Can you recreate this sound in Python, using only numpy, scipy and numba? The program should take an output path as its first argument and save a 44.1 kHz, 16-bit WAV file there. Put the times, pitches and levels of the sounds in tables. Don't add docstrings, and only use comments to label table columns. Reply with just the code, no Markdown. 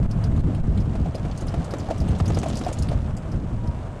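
import sys
import numpy as np
from scipy import signal
from scipy.fft import rfft, irfft, next_fast_len
from scipy.io import wavfile
from scipy.ndimage import uniform_filter1d, minimum_filter1d
from numba import njit

SR = 44100
rng = np.random.default_rng(int(sys.argv[2]) if len(sys.argv) > 2 else 0)


def wav_record(signal):
    frames = np.transpose(np.atleast_2d(signal))
    bounded = np.clip(frames, -1, 1)
    quanta = np.round(bounded * 32767).astype(np.int16)
    wavfile.write(sys.argv[1], SR, quanta)


N = 176400

# time_s, level_db
CHATTER_LEVELS = [(0.0, -54.5), (1.07, -51), (2.03, -46.5), (2.53, -38), (3.14, -53.5), (4.0, -55.5)]
# time_s, level_db
TYRE_LEVELS = [(0.0, -44.5), (0.29, -42), (0.53, -46), (2.48, -40.5), (3.2, -45.5), (4.0, -44.5)]
# time_s, rumble_db, flutter_db
WIND_LEVELS = [(0.0, -10.5, -19), (0.1, -23, -55), (0.21, -26.5, -38), (0.28, -14.5, -26),
               (0.47, -20.5, -23.5), (0.53, -23, -31), (1.07, -23.5, -27.5), (1.11, -33, -39.5),
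               (1.26, -25, -29.5), (1.36, -32.5, -40.5), (1.6, -23.5, -26), (1.63, -32, -36),
               (2.31, -24, -25), (2.64, -33, -32.5), (2.99, -21.5, -34), (3.24, -34.5, -41),
               (3.35, -26.5, -31.5), (4.0, -33.5, -43)]

# start_s, peak_db
AIR_PUSHES = [(0.054, -2.5), (0.403, -7), (0.602, -5)]
# start_s, level_db, treble_db
FITTING_RATTLES = [(0.361, -38.5, -11), (0.393, -39, -12), (0.5476, -37, -14), (0.774, -35, -14),
                   (1.312, -36.5, -23), (1.3753, -40, -3), (1.408, -50.5, 3.5), (1.468, -37, -8.5),
                   (1.643, -49.5, 1), (1.784, -42, -5), (1.978, -41.5, -7), (2.0838, -32, -11),
                   (2.1844, -36, -9.5), (2.2784, -33, -8.5), (2.386, -33.5, -5.5), (2.4304, -30.5, -11.5),
                   (2.484, -31, -9), (2.5687, -39, -0.5), (2.5886, -44, -1), (2.6815, -36.5, -7.5),
                   (2.728, -34.5, -5.5), (2.786, -41, 0), (2.8235, -35, -8), (2.885, -29, -15.5),
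                   (3.1666, -38, -6)]
# start_s, level_db
METAL_HITS = [(0.1111, -43), (0.2382, -40.5), (0.8001, -46.5), (1.1513, -43.5), (1.482, -42.5),
              (1.7076, -40.5), (1.798, -44.5), (2.0017, -40.5), (2.257, -40), (2.345, -38.5),
              (2.5534, -39.5), (2.646, -42), (2.822, -39.5), (3.3163, -47.5), (3.672, -49)]
# start_s, level_db
SCREEN_HITS = [(0.0279, -28.5), (0.953, -28), (1.2491, -31), (1.2977, -36), (1.42, -28.5), (1.5392, -25.5),
               (1.7365, -21.5), (1.9023, -25.5), (2.2009, -18.5), (2.3016, -24), (2.3706, -21.5),
               (2.431, -23), (2.4991, -27), (2.612, -25), (2.6866, -25)]
# start_s, level_db, pitch_hz
BODY_HITS = [(1.056, -27.5, 720), (1.146, -23, 660), (1.842, -27.5, 640), (1.886, -25.5, 760),
             (1.907, -15.5, 660), (2.012, -28, 650), (2.458, -20, 650), (2.663, -16.5, 680),
             (2.712, -27, 580), (2.915, -23, 630), (2.927, -23.5, 600)]
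# start_s, level_db
CHASSIS_HITS = [(0.331, -1.5), (0.454, -8), (0.68, -2.5), (1.005, -3), (2.001, -3.5), (2.094, -4),
                (2.209, -1), (2.312, -5), (2.8, -4.5), (3.049, -14)]

# freq_hz, level_db, t60_s
METAL_RESONANCES = [(3250, -12, .025), (4150, -6, .02), (4570, -3, .025), (4970, 3.5, 0.034),
                    (5170, 3, 0.036), (8450, -8, .03)]
SCREEN_RESONANCES = [(171, -19, 0.013), (313, 3, 0.07), (506, 2.5, 0.019), (726, -37, 0.14),
                     (1152, -2, 0.015), (1365, -8.5, 0.043)]
BODY_RESONANCES = [(290, -12, .06), (480, -9, .05), (590, -4.5, .055), (660, 0, .06), (755, -6, .045),
                   (965, -14, .035)]
CHASSIS_RESONANCES = [(59.6, 2, 0.12), (82.4, 4.5, 0.12), (139.6, 12, 0.023)]

# freq_hz, density_db
TYRE_SPECTRUM = [(100, -0.5), (170, 5), (300, -5.5), (440, -2.5), (640, 2), (850, -5), (1250, -8.5),
                 (1900, -17.5), (3000, -23), (4800, -35.5), (8200, -30.5), (12500, -49.5)]
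RUMBLE_SPECTRUM = [(12, -4.5), (28, 1), (60, 1.5), (110, 1.5), (160, -3), (260, -15.5), (3000, -78.5)]
FLUTTER_SPECTRUM = [(70, -21), (165, 0), (240, -1.5), (330, -9), (480, -17), (1000, -36), (8000, -59),
                    (12000, -70.5)]
RATTLE_SPECTRUM = [(500, -21), (1500, 0.5), (3000, 9.5), (4500, 6.5), (6500, 3), (8500, -4.5), (10500, -10),
                   (13000, -23)]
CRACK_SPECTRUM = [(200, 1.5), (700, 18.5), (1300, -6), (2000, -2), (3500, -8), (8000, -13.5), (12500, -29)]


def undb(db):
    return 10 ** (np.asarray(db) / 20)


def unit_rms(x):
    return x / np.sqrt(np.mean(x ** 2) + 1e-18)


def gain_curve(points):
    return undb(np.interp(np.arange(N) / SR, *np.array(points).T))


def colour(x, spectrum):
    hz, db = np.array(spectrum, float).T
    size = next_fast_len(2 * N)
    log_hz = np.log(np.fft.rfftfreq(size, 1 / SR) + 1)
    log_gain = np.log(undb(np.interp(log_hz, np.log(hz), db)))
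    cepstrum = irfft(log_gain, size)
    cepstrum[1:size // 2] *= 2
    cepstrum[size // 2 + 1:] = 0
    response = np.exp(rfft(cepstrum))
    response /= np.sqrt(np.mean(abs(response) ** 2))
    return irfft(rfft(x, size) * response, size)[:N]


def wander(rate_hz):
    hold = max(int(SR / rate_hz), 2)
    steps = np.repeat(rng.standard_normal(N)[:N // hold + 1], hold)
    return unit_rms(uniform_filter1d(uniform_filter1d(steps, hold), hold)[:N])


def decay(t60_s):
    return np.exp(-np.log(1000) * np.arange(13230) / SR / t60_s)


def add(out, start_s, x):
    i = int(np.clip(start_s * SR, 0, N - 1))
    out[i:i + len(x)] += x[:N - i]


def contacts(per_s, scatter_db):
    impulses = (rng.random(N) < per_s / SR) * rng.choice([-1, 1], N)
    sizes = undb(scatter_db * np.clip(rng.standard_normal(N), -2, 2))
    return unit_rms(impulses * sizes)


def flurries(hits, t60_s, rise_s=0.00069):
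    envelope = np.zeros(N)
    shape = decay(t60_s) * (1 - decay(rise_s * np.log(1000)))
    for start_s, level_db in hits:
        add(envelope, start_s, undb(level_db) * shape)
    return envelope * unit_rms(contacts(per_s=2200, scatter_db=2.5) + .6 * rng.standard_normal(N))


def ring(hits, modes, rise_s, detune, scatter_db=2):
    out = np.zeros(N)
    t = np.arange(len(decay(1))) / SR
    attack = 1 - np.exp(-t / rise_s)
    for start_s, level_db in hits:
        for k, (hz, mode_db, t60_s) in enumerate(modes):
            pitch_draw, level_draw = rng.standard_normal(2)
            gain = (-1) ** k * undb(level_db + mode_db + scatter_db * level_draw)
            tone = np.sin(2 * np.pi * hz * (1 + detune * pitch_draw) * t)
            add(out, start_s, gain * attack * decay(t60_s) * tone)
    return out


def resonate(x, modes, width_hz):
    bands = sum(undb(db) * signal.lfilter(*signal.iirpeak(hz, hz / width_hz, fs=SR), x)
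                for hz, db, *_ in modes)
    power = sum(undb(db) ** 2 for _, db, *_ in modes)
    return bands * np.sqrt(SR / np.pi / width_hz / power)


def whine(pitch_hz=963, gain_db=-51, start_s=3.15, rise_s=0.61):
    rise = np.clip((np.arange(N) / SR - start_s) / rise_s, 0, 1)
    flicker = undb(4.5 * wander(rate_hz=12))
    freq_hz = pitch_hz * (1 + .014 * wander(rate_hz=70))
    return undb(gain_db) * rise * flicker * np.sin(2 * np.pi * np.cumsum(freq_hz) / SR)


def chatter(gain_db=-8.5):
    ticks = contacts(per_s=380, scatter_db=4)
    power = signal.fftconvolve(ticks ** 2, decay(t60_s=.028) ** 2)[:N]
    grains = np.sqrt(abs(power)) * rng.standard_normal(N)
    return undb(gain_db) * gain_curve(CHATTER_LEVELS) * unit_rms(colour(grains, RATTLE_SPECTRUM))


def tyres(gain_db=5, flicker_db=1.18):
    grain = contacts(per_s=900, scatter_db=2.2) + 1.69 * rng.standard_normal(N)
    grain *= undb(flicker_db * wander(rate_hz=35.61))
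    return undb(gain_db) * gain_curve(TYRE_LEVELS) * unit_rms(colour(grain, TYRE_SPECTRUM))


def buffets(length_s=0.0433):
    out = np.zeros(N)
    push = np.hanning(int(length_s * SR))
    for start_s, peak_db in AIR_PUSHES:
        add(out, start_s, undb(peak_db) * push)
    return out


def wind(rumble_gain_db=2.5, flutter_gain_db=-2, flicker_db=2):
    large, small = rng.standard_normal((2, N)) * undb(flicker_db * wander(rate_hz=40))
    rumble = unit_rms(colour(large, RUMBLE_SPECTRUM))
    rumble *= gain_curve([(time_s, db) for time_s, db, _ in WIND_LEVELS])
    flutter = unit_rms(colour(small, FLUTTER_SPECTRUM))
    flutter *= gain_curve([(time_s, db) for time_s, _, db in WIND_LEVELS])
    return undb(rumble_gain_db) * rumble + undb(flutter_gain_db) * flutter


def fitting(start_s, level_db, range_hz=(4000, 10000), ring_db=-7):
    flurry = flurries([(start_s, level_db)], t60_s=.07)
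    modes = [(hz, 0) for hz in rng.uniform(*range_hz, size=7)]
    return flurry + undb(ring_db) * resonate(flurry, modes, width_hz=220)


def fitting_rattles(gain_db=-4.5, split_hz=6500, treble_boost_db=15.5):
    low_feed = high_feed = 0
    for start_s, level_db, treble_db in FITTING_RATTLES:
        buzz = fitting(start_s, level_db)
        low_feed = low_feed + buzz
        high_feed = high_feed + undb(treble_db + treble_boost_db) * buzz
    low = signal.sosfilt(signal.butter(2, split_hz, "low", fs=SR, output="sos"), low_feed)
    high = signal.sosfilt(signal.butter(2, split_hz, "high", fs=SR, output="sos"), high_feed)
    return undb(gain_db) * colour(low + high, RATTLE_SPECTRUM)


def metal_clinks(ring_db=-4, buzz_db=-2.5):
    metal = ring(METAL_HITS, METAL_RESONANCES, rise_s=0.00076, detune=0.022)
    buzz = resonate(flurries(METAL_HITS, t60_s=0.071), METAL_RESONANCES, width_hz=660)
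    return undb(ring_db) * metal + undb(buzz_db) * buzz


def windscreen_clacks(ring_db=-3.5, crack_db=-2):
    screen = ring(SCREEN_HITS, SCREEN_RESONANCES, rise_s=0.00018, detune=0.039)
    crack = colour(flurries(SCREEN_HITS, t60_s=0.055), CRACK_SPECTRUM)
    return undb(ring_db) * screen + undb(crack_db) * crack


def body_knocks(ring_db=.5, crack_db=-10):
    strongest_hz = max(BODY_RESONANCES, key=lambda mode: mode[1])[0]
    body = np.zeros(N)
    for start_s, level_db, pitch_hz in BODY_HITS:
        modes = [(hz * pitch_hz / strongest_hz, db, t60_s) for hz, db, t60_s in BODY_RESONANCES]
        body += ring([(start_s, level_db)], modes, rise_s=.0018, detune=.025, scatter_db=1)
    hits = [(start_s, level_db) for start_s, level_db, _ in BODY_HITS]
    crack = colour(flurries(hits, t60_s=.075), CRACK_SPECTRUM)
    return undb(ring_db) * body + undb(crack_db) * crack


def chassis_thumps(gain_db=-10):
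    return undb(gain_db) * ring(CHASSIS_HITS, CHASSIS_RESONANCES, rise_s=0.0017, detune=0.048)


def scene():
    low_layers = chassis_thumps() + wind() + buffets() + tyres()
    panels = body_knocks() + windscreen_clacks()
    loose_parts = metal_clinks() + fitting_rattles() + chatter()
    return (low_layers + panels + loose_parts + whine())[None]


@njit
def peak_hold(x, release_s):
    retain = np.exp(-1 / (release_s * SR))
    out, peak = np.empty(len(x)), 0.
    for i in range(len(x)):
        peak = max(abs(x[i]), peak * retain)
        out[i] = peak
    return out


def record(dry, threshold_db=-11.6, low_cut_hz=20, high_cut_hz=12700):
    peaks = peak_hold(dry[0], release_s=0.0087)
    gain = np.minimum(1, undb(threshold_db) / (peaks + 1e-9))
    gain = uniform_filter1d(minimum_filter1d(gain, size=260), size=260)
    highpass = signal.butter(1, low_cut_hz, "high", fs=SR, output="sos")
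    lowpass = signal.ellip(8, .2, 70, high_cut_hz, fs=SR, output="sos")
    return signal.sosfilt(lowpass, signal.sosfilt(highpass, dry * gain))


dry = scene()
out = record(dry)
wav_record(out)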